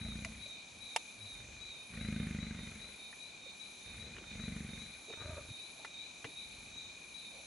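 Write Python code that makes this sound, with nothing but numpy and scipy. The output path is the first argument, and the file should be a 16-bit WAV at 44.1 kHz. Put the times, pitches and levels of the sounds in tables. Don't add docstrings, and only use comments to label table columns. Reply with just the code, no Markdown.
import sys
import numpy as np
from scipy import signal
from scipy.fft import rfft, irfft, next_fast_len
from scipy.io import wavfile
from scipy.ndimage import uniform_filter1d

SR = 44100
rng = np.random.default_rng(int(sys.argv[2]) if len(sys.argv) > 2 else 0)


def generate_wav(sig):
    pcm = np.round(np.clip(np.atleast_2d(sig).T, -1, 1) * 32767).astype(np.int16)
    wavfile.write(sys.argv[1], SR, pcm)


N = 328986
TIME = np.arange(N) / SR

# first slap t/s, end t/s, first and last slap rate f/Hz, then belly, chest, throat rasp level/dB
GROWLS = [(-0.063, 0.57, 26.1, 35.2, -47, -47.5, -59.5), (0.721, 0.92, 27, 27, -66, -71, -75),
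          (1.32, 1.86, 25, 23, -57.5, -66, -65.5), (1.936, 3.071, 27.2, 22, -46.5, -40, -53.7),
          (3.86, 4.47, 24.5, 24.5, -55, -59.5, -61.5), (4.313, 5.079, 24.5, 22.4, -49.5, -45, -57),
          (6.45, 7.248, 23, 21.4, -64, -66.5, -71)]
# f/Hz, width f/Hz, level/dB
BELLY_MODES = [(55.4, 34, -6), (76, 13, -13), (104.3, 11, -8)]
CHEST_MODES = [(163.7, 27, 1), (201.5, 40, 3), (215.4, 19, 1.5)]
THROAT_MODES = [(460, 244, 0.5), (1264, 50, -4), (1535, 220, 0.5), (1950, 390, 1), (2113, 110, 4),
                (3020, 440, -11.5)]
# f/Hz, width f/Hz, level/dB
WINDPIPE_MODES = [(330, 86, -1), (431, 60, -2)]
# f/Hz, width f/Hz, level/dB
SNARL_MOUTH_MODES = [(437, 100, 2), (603, 89, 3.5), (920, 57, -0.5), (1206, 78, 2.5), (1440, 210, -1.5),
                     (2020, 380, -18)]
# t/s, mean voice pitch f/Hz, chest level/dB, mouth level/dB
SNARL_COURSE = [(5.155, 95.9, -77, -71), (5.18, 96.1, -62, -59), (5.22, 91.9, -54, -52.5),
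                (5.26, 77, -50, -55.5), (5.33, 82, -49, -58.5), (5.38, 80, -53, -52.5),
                (5.41, 75.1, -59, -61), (5.501, 70, -57, -67.5)]
# t/s, mean pitch f/Hz, level/dB
WHINE_COURSE = [(5.23, 587, -68), (5.29, 593, -52.5), (5.315, 640, -50), (5.34, 615, -54), (5.36, 613, -66),
                (5.376, 595, -46), (5.39, 600, -48), (5.405, 552, -64), (5.43, 555, -68)]
# t/s, length t/s, start f/Hz, end f/Hz, level/dB at the middle
GRUNTS = [(1.15, 0.18, 114, 91.4, -56), (5.499, 0.026, 127, 99, -44.5)]
# t/s, length t/s, start f/Hz, end f/Hz, level/dB at the middle
POPS = [(0.055, 0.022, 660, 627, -54.5), (0.25, 0.03, 695, 613, -53.5), (0.455, 0.021, 593, 583, -57),
        (3.457, 0.02, 556, 497, -54.5)]
# t/s, crack peak level/dB, crumbling decay t/s, main ring f/Hz,
# top edge f/Hz, low thud level/dB re crack peak, bright fracture level/dB re splinters
BITES = [(0.248, -26, 0.0012, 2450, 15000, -26, 3), (0.962, -17.5, 0.0022, 864, 15000, -42, -12.5),
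         (3.128, -43.5, 0.0069, 1800, 2500, -28, -9), (4.166, -40, 0.00092, 1700, 4000, -25, -11),
         (4.184, -40, 0.00077, 1600, 4000, -20, -9), (4.24, -44.5, 0.00059, 1400, 3500, -15, -9),
         (5.101, -38.5, 0.0026, 440, 940, -3, -9), (5.127, -46, 0.0013, 1900, 2500, -18, -9),
         (5.136, -44, 0.0024, 1750, 2500, 1.5, -9), (5.848, -34, 0.0042, 1320, 6050, -21, -6),
         (6.244, -32, 0.0098, 1760, 4230, -6.5, -7)]
# f/Hz, width f/Hz, level/dB
BONE_MODES = [(720, 480, -9.5), (1130, 490, -7.5), (1580, 260, -6.5), (2070, 205, -2.5), (2960, 280, -4),
              (3550, 280, -11), (5250, 1700, -17), (9800, 3200, -17.5)]
# t/s, length t/s, centre f/Hz, level/dB
SCUFFS = [(3.979, 0.17, 476, -63), (4.112, 0.17, 357, -60), (5.05, 0.12, 386, -56),
          (5.722, 0.19, 704, -63.5), (6.227, 0.13, 290, -58), (6.422, 0.7, 286, -69),
          (7.281, 0.19, 590, -61)]
# first t/s, last t/s, period t/s, level/dB
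RISING_CHIRPS = [(0.0, 5.585, 0.4, -51.5), (5.98, 7.135, 0.387, -51.5)]
# first t/s, last t/s, period t/s, level/dB
LEVEL_CHIRPS = [(0.10, 1.79, 0.42, -56.5), (2.195, 7.255, 0.42, -54.5)]
# first t/s, last t/s, period t/s, level/dB
DROOPING_CHIRPS = [(0.105, 1.71, 0.4, -54.5), (5.125, 6.77, 0.41, -55.5)]
# mean f/Hz, mean pulse rate f/Hz, level/dB before the common trim
TRILLS = [(2325, 38.5, -65.5), (2386, 45, -63.5), (2424, 43, -63), (2464, 52, -63)]
# start t/s, end t/s
BUZZ_BOUTS = [(-0.25, 0.58), (0.6, 1.48), (1.63, 2.42), (2.42, 3.35), (3.4, 4.12), (4.22, 5.17),
              (5.08, 5.94), (6.02, 6.78), (6.85, 7.6)]
# f/Hz, level/dB per Hz
BUZZ_SPECTRUM = [(7500, -20.5), (9000, -8), (9700, -2.5), (10300, 4), (11100, 2), (12000, -20)]
CHORUS_SPECTRUM = [(4800, -29), (5700, -4), (6250, 3), (6800, -0.5), (7500, -5.5), (8500, -26)]
FAR_CRICKETS_SPECTRUM = [(2000, -31), (2250, -2.5), (2450, 4.5), (2650, -21.5), (3050, -14.5),
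                         (3350, -17.5), (3650, 0.5), (3950, 0), (4200, -5), (4500, -14.5), (5200, -31)]
NIGHT_SPECTRUM = [(20, -29), (50, 0.5), (110, -1.5), (220, 3.5), (400, -1), (750, 0), (1200, -5),
                  (1900, -7), (3000, -6), (5000, -9), (8500, -13.5), (11500, -13)]
# f/Hz, likeness (0 to 1)
LIKENESS = [(30, .999), (150, 0.84), (300, 0.64), (600, 0.15), (2000, 0.17), (4000, 0.69), (6500, 0.62),
            (9000, 0.73), (10500, 0.84)]

GROWL_LEAD_S = 0.088
BELLY_SWELL, CHEST_SWELL, RASP_SWELL = (0.23, 1.65), (0.35, 2.64), (0.18, 0.85)
STUMBLE_AT_S, STUMBLE_CYCLES = 2.215, 0.24
SURGE_AT_S, SURGES_PER_S = 5.218, 25.3
BUZZ_DB, BUZZ_BETWEEN_DB, BUZZ_ATTACK_S, BUZZ_RELEASE_S = -64, -74, 0.29, 0.14
CHORUS_DB, CHORUS_WAVER_DB, CHORUS_WAVERS_PER_S = -64, 1.5, 10
CUTOFF_HZ = 11040


def growls(jitter_s=0.0006, uneven_db=1.5, flutter_db=-7, belly_flutter_db=-7, rebound_s=0.01362,
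           rebound_db=-11.5, puff_s=0.0023, leak=1.2, throat_shift=0.057, knock_db=-24):
    slaps, rebounds, puffs = np.zeros((3, N))
    t = TIME[:SR // 30]
    for s in slap_times():
        late, strong, shift, bounce = rng.standard_normal(4)
        s = s + jitter_s * late
        gain = from_db([uneven_db * strong])
        add(slaps, s, gain)
        add(rebounds, s + rebound_s, gain * from_db(rebound_db + 2.3 * bounce))
        throat = np.array(THROAT_MODES) * [np.exp(throat_shift * shift), 1, 1]
        puff = rng.standard_normal(len(t)) * t * np.exp(-t / puff_s)
        add(puffs, s, gain * rms_one(resonate(puff, throat)))
    belly_gain = growl_gain(BELLY_SWELL, column=4)
    chest_gain = growl_gain(CHEST_SWELL, column=5)
    rasp_gain = growl_gain(RASP_SWELL, column=6)

    slack = np.clip((from_db(-43) / (chest_gain + 1e-6)) ** 0.6, 0.7, 3)
    flutter, hiss = rng.standard_normal((2, N))
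    thumps = rms_one(slaps)
    belly = resonate(thumps + from_db(belly_flutter_db) * slack * flutter, BELLY_MODES)
    belly = cut(cut(belly, 37, "high", order=4), 127, "low")
    chest = resonate(rms_one(slaps + rebounds) + from_db(flutter_db) * slack * flutter, CHEST_MODES)
    chest = cut(chest, 259, "low", order=5)
    rasp = cut(rms_one(puffs) + leak * rms_one(resonate(hiss, THROAT_MODES)), 2470, "low")
    knock = resonate(thumps + from_db(flutter_db) * flutter, WINDPIPE_MODES)
    knock = cut(cut(knock, 190, "high"), 590, "low", order=4)
    chest_and_knock = evened(chest, 0.082) + from_db(knock_db) * evened(knock, 0.12)
    return rasp_gain * evened(rasp, 0.071) - belly_gain * evened(belly, 0.06) - chest_gain * chest_and_knock


def slap_times():
    times = []
    next_starts = [row[0] for row in GROWLS[1:]] + [np.inf]
    for (start, end, first_rate, last_rate, *_), next_start in zip(GROWLS, next_starts):
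        span = np.arange(start, end, 1 / SR)
        cycles = np.cumsum(np.linspace(first_rate, last_rate, len(span))) / SR
        cycles += STUMBLE_CYCLES * (start < STUMBLE_AT_S) * (span > STUMBLE_AT_S)
        slaps = span[np.diff(np.floor(cycles), prepend=-1) > 0]
        times.extend(slaps[(slaps > 0) & (slaps < next_start - 0.5 / last_rate)])
    return times


def growl_gain(shape, column):
    attack_s, fade = shape
    power = 0
    for row in GROWLS:
        onset, end = row[0] - GROWL_LEAD_S, row[1]
        spent = np.clip((TIME - onset) / (end - onset), 0, 1)
        swell = ramp((TIME - onset) / attack_s) * (1 - spent ** 2) ** fade
        power = power + (from_db(row[column]) * swell / swell.max()) ** 2
    return np.sqrt(power)


def snarl(rough=0.13, breathy=2.2, whine_rough=0.0498, overtone_db=-14, chest_surge_db=6, mouth_surge_db=3):
    s, hz = np.array(SNARL_COURSE)[:, :2].T
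    cycles = np.cumsum(np.interp(TIME, s, hz) * (1 + rough * drift(90))) / SR
    pulses = rms_one(np.diff(np.floor(cycles), prepend=0)) * from_db(2.5 * drift(86))
    air = rng.standard_normal(N) * (1 + np.cos(2 * np.pi * cycles) / 2)
    chest = resonate(pulses + 0.68 * air, [(81, 31, 8.5), (240, 74, -6.5)])
    chest = evened(cut(chest, 330, "low"), 0.025)
    mouth = resonate(pulses / 2 + breathy * air, SNARL_MOUTH_MODES)
    mouth = evened(cut(mouth, 2300, "low"), 0.018)

    s, hz = np.array(WHINE_COURSE)[:, :2].T
    phase = 2 * np.pi * np.cumsum(np.interp(TIME, s, hz) * (1 + whine_rough * drift(200))) / SR
    whine = np.sin(phase) + from_db(overtone_db) * np.sin(2 * phase)
    whine = whine * (1 + 0.15 * np.cos(2 * np.pi * cycles))

    surge = np.cos(2 * np.pi * SURGES_PER_S * (TIME - SURGE_AT_S))
    chest = chest * from_db(chest_surge_db * surge) * level_curve(SNARL_COURSE, column=2)
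    mouth = mouth * from_db(mouth_surge_db * surge) * level_curve(SNARL_COURSE, column=3)
    return chest + mouth + rms_one(whine) * level_curve(WHINE_COURSE, column=2)


def grunts_or_pops(rows, overtone_db):
    out = np.zeros(N)
    for s, length, start_hz, end_hz, db in rows:
        count = int(length * SR)
        phase = 2 * np.pi * np.cumsum(np.linspace(start_hz, end_hz, count)) / SR
        tone = np.sin(phase) + from_db(overtone_db) * np.sin(2 * phase)
        add(out, s, from_db(db) * np.sqrt(2) * np.hanning(count) * tone)
    return out


def bites(ring_db=-2, fracture_s=0.0013, ring_width_hz=300):
    out = np.zeros(N)
    t = TIME[:SR // 8]
    for s, db, crumble_s, ring_hz, top_hz, thud_db, fracture_db in BITES:
        force, splinters = rng.standard_normal((2, len(t))) * np.exp(-t / crumble_s)
        main_ring = np.sin(2 * np.pi * ring_hz * t) * np.exp(-np.pi * ring_width_hz * t)
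        fracture = cut(rng.standard_normal(len(t)) * np.exp(-t / fracture_s), 840, "high")
        crack = rms_one(resonate(splinters, BONE_MODES[::2]) - resonate(splinters, BONE_MODES[1::2]))
        crack = crack + from_db(ring_db) * rms_one(main_ring) + from_db(fracture_db) * rms_one(fracture)
        crack = cut(cut(crack, top_hz, "low", order=3), 480, "high", order=3)
        thud = resonate(force, [(151, 78, -4), (267, 100, -3.5), (397, 53, -2)])
        bite = crack / np.abs(crack).max() + from_db(thud_db) * thud / np.abs(thud).max()
        add(out, s, from_db(db) * bite)
    return out


def scuffs(spread=0.45, grain_db=3):
    out = np.zeros(N)
    for s, length, hz, db in SCUFFS:
        count = int(length * SR)
        band = [(hz, spread * hz, 0)]
        rub = rng.standard_normal(count) * from_db(grain_db * drift(68)[:count])
        rub = rms_one(resonate(resonate(rub, band), band))
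        add(out, s, from_db(db) * np.hanning(count) * rub)
    return out


def chirps(start_hz=3835, end_hz=4045, length_s=0.1021, far_length_s=0.15):
    count = int(length_s * SR)
    near_swell = signal.windows.tukey(count, 0.3) * from_db(np.linspace(1.5, -2, count))
    near = chirp_song(RISING_CHIRPS, start_hz, end_hz, near_swell, lead_s=0)
    far_swell = np.sqrt(np.hanning(int(far_length_s * SR)))
    holding = chirp_song(LEVEL_CHIRPS, 3716, 3716, far_swell, lead_s=far_length_s / 2)
    drooping = chirp_song(DROOPING_CHIRPS, 3845, 3765, far_swell, lead_s=far_length_s / 2)
    far = from_db(2.5) * scatter(holding + drooping, wet_db=-4.5, t60=0.52)
    return pan(scatter(near, wet_db=-3, t60=0.46), left_db=9) + pan(far, left_db=-1.5)


def chirp_song(rows, first_hz, last_hz, swell, lead_s, waver_hz=8, flicker_db=1.8):
    out = np.zeros(N)
    sweep = np.linspace(first_hz, last_hz, len(swell))
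    for first, last, period, db in rows:
        for s in np.linspace(first, last, round((last - first) / period) + 1):
            hz = sweep + waver_hz * drift(242)[:len(swell)]
            tone = np.sin(2 * np.pi * np.cumsum(hz) / SR)
            add(out, s - lead_s, from_db(db) * swell * tone)
    return out * from_db(flicker_db * drift(200))


def trills(sag_hz=70, waver_hz=35, uneven_db=1.5):
    out = 0
    for hz, rate, db in TRILLS:
        cycles = np.cumsum(rate * (1 + 0.043 * drift(4))) / SR + rng.random()
        stroke = cycles % 1
        pitch = hz + sag_hz * (1 - 2 * stroke) + waver_hz * drift(120)
        tone = np.sin(2 * np.pi * np.cumsum(pitch) / SR)
        pulses = rms_one(tone * np.sin(np.pi * stroke) ** 2)
        out = out + from_db(db + uneven_db * drift(40)) * pulses
    return pan(scatter(out, wet_db=-12, t60=0.094), left_db=0.5) * from_db(-2.5)


def bush_cricket(stroke_rate=27, depth=0.24):
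    strokes_hz = stroke_rate * (1 + 0.024 * drift(3.35))
    strokes = 1 + depth * np.sin(2 * np.pi * np.cumsum(strokes_hz) / SR)
    bouts = 0
    for start, end in BUZZ_BOUTS:
        bouts = bouts + ramp((TIME - start) / BUZZ_ATTACK_S) * ramp((end - TIME) / BUZZ_RELEASE_S)
    gain = np.hypot(from_db(BUZZ_DB) * bouts, from_db(BUZZ_BETWEEN_DB))
    return pan(gain * strokes * wide_noise(BUZZ_SPECTRUM), left_db=-0.8)


def far_insects():
    chorus_gain = from_db(CHORUS_DB + CHORUS_WAVER_DB * drift(CHORUS_WAVERS_PER_S))
    chorus = chorus_gain * wide_noise(CHORUS_SPECTRUM)
    crickets = from_db(-57 + 1.67 * drift(30)) * wide_noise(FAR_CRICKETS_SPECTRUM)
    return pan(chorus + crickets, left_db=1.8)


def night_air():
    return from_db(-58) * wide_noise(NIGHT_SPECTRUM)


def wide_noise(spectrum):
    size = next_fast_len(N)
    log_hz = np.log(np.arange(size // 2 + 1) * SR / size + 1)

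    def curve(points):
        hz, value = np.array(points).T
        return np.interp(log_hz, np.log(hz), value)

    alike = np.clip(curve(LIKENESS), 0, 1)
    mid, side = rfft(rng.standard_normal((2, size)))
    ears = np.sqrt(1 + alike) * mid + np.sqrt(1 - alike) * side * [[1], [-1]]
    return rms_one(irfft(from_db(curve(spectrum)) * ears, size)[:, :N])


def scatter(x, wet_db, t60):
    t = TIME[:SR // 2]
    tail = cut(rng.standard_normal((2, len(t))), 390, "high") * from_db(-60 * t / t60) * (t > 0.002)
    tail /= np.sqrt(np.sum(tail ** 2, axis=1, keepdims=True))
    return x + from_db(wet_db) * signal.fftconvolve(x[None], tail, axes=1)[:, :N]


def pan(x, left_db):
    return x * from_db([[left_db / 2], [-left_db / 2]])


def resonate(x, modes):
    out = 0
    for hz, width, db in modes:
        r = np.exp(-np.pi * width / SR)
        poles = [1, -2 * r * np.cos(2 * np.pi * hz / SR), r * r]
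        ring = signal.lfilter([1, 0, -1], poles, x + 1e-18)
        out = out + from_db(db) * (1 - r * r) / 2 * ring
    return out


def cut(x, hz, kind, order=2):
    sos = signal.butter(order, np.clip(hz, 10, 0.45 * SR), kind, fs=SR, output="sos")
    return signal.sosfilt(sos, x + 1e-18)


def evened(x, span_s):
    size = max(int(span_s * SR), 8)
    power = np.abs(uniform_filter1d(uniform_filter1d(x ** 2, size), size))
    return x / np.sqrt(power + 0.0055 * np.mean(x ** 2))


def rms_one(x):
    return x / np.sqrt(np.mean(x ** 2) + 1e-20)


def from_db(db):
    return 10 ** (np.asarray(db) / 20)


def level_curve(rows, column):
    rows = np.array(rows)
    return from_db(np.interp(TIME, rows[:, 0], rows[:, column], left=-120, right=-120))


def drift(rate):
    knots = rng.standard_normal(4000)
    return 1.2 * np.interp(TIME * rate, np.arange(len(knots)), knots)


def ramp(share):
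    return np.sin(np.pi / 2 * np.clip(share, 0, 1)) ** 2


def add(track, s, sound):
    at = int(np.clip(s * SR, 0, N - 1))
    track[at:at + len(sound)] += sound[:N - at]


def scene():
    voices = growls() + snarl()
    mouths = grunts_or_pops(GRUNTS, overtone_db=-16) + grunts_or_pops(POPS, overtone_db=-23)
    lions = scatter(voices + mouths + scuffs(), wet_db=-13, t60=0.32)
    feeding = pan(scatter(bites(), wet_db=-4.5, t60=0.034), left_db=0.5)
    insects = chirps() + trills() + bush_cricket() + far_insects()
    return lions + feeding + insects + night_air()


def record(dry):
    return signal.sosfilt(signal.ellip(12, 0.2, 80, CUTOFF_HZ, fs=SR, output="sos"), dry)


dry = scene()
out = record(dry)
generate_wav(out)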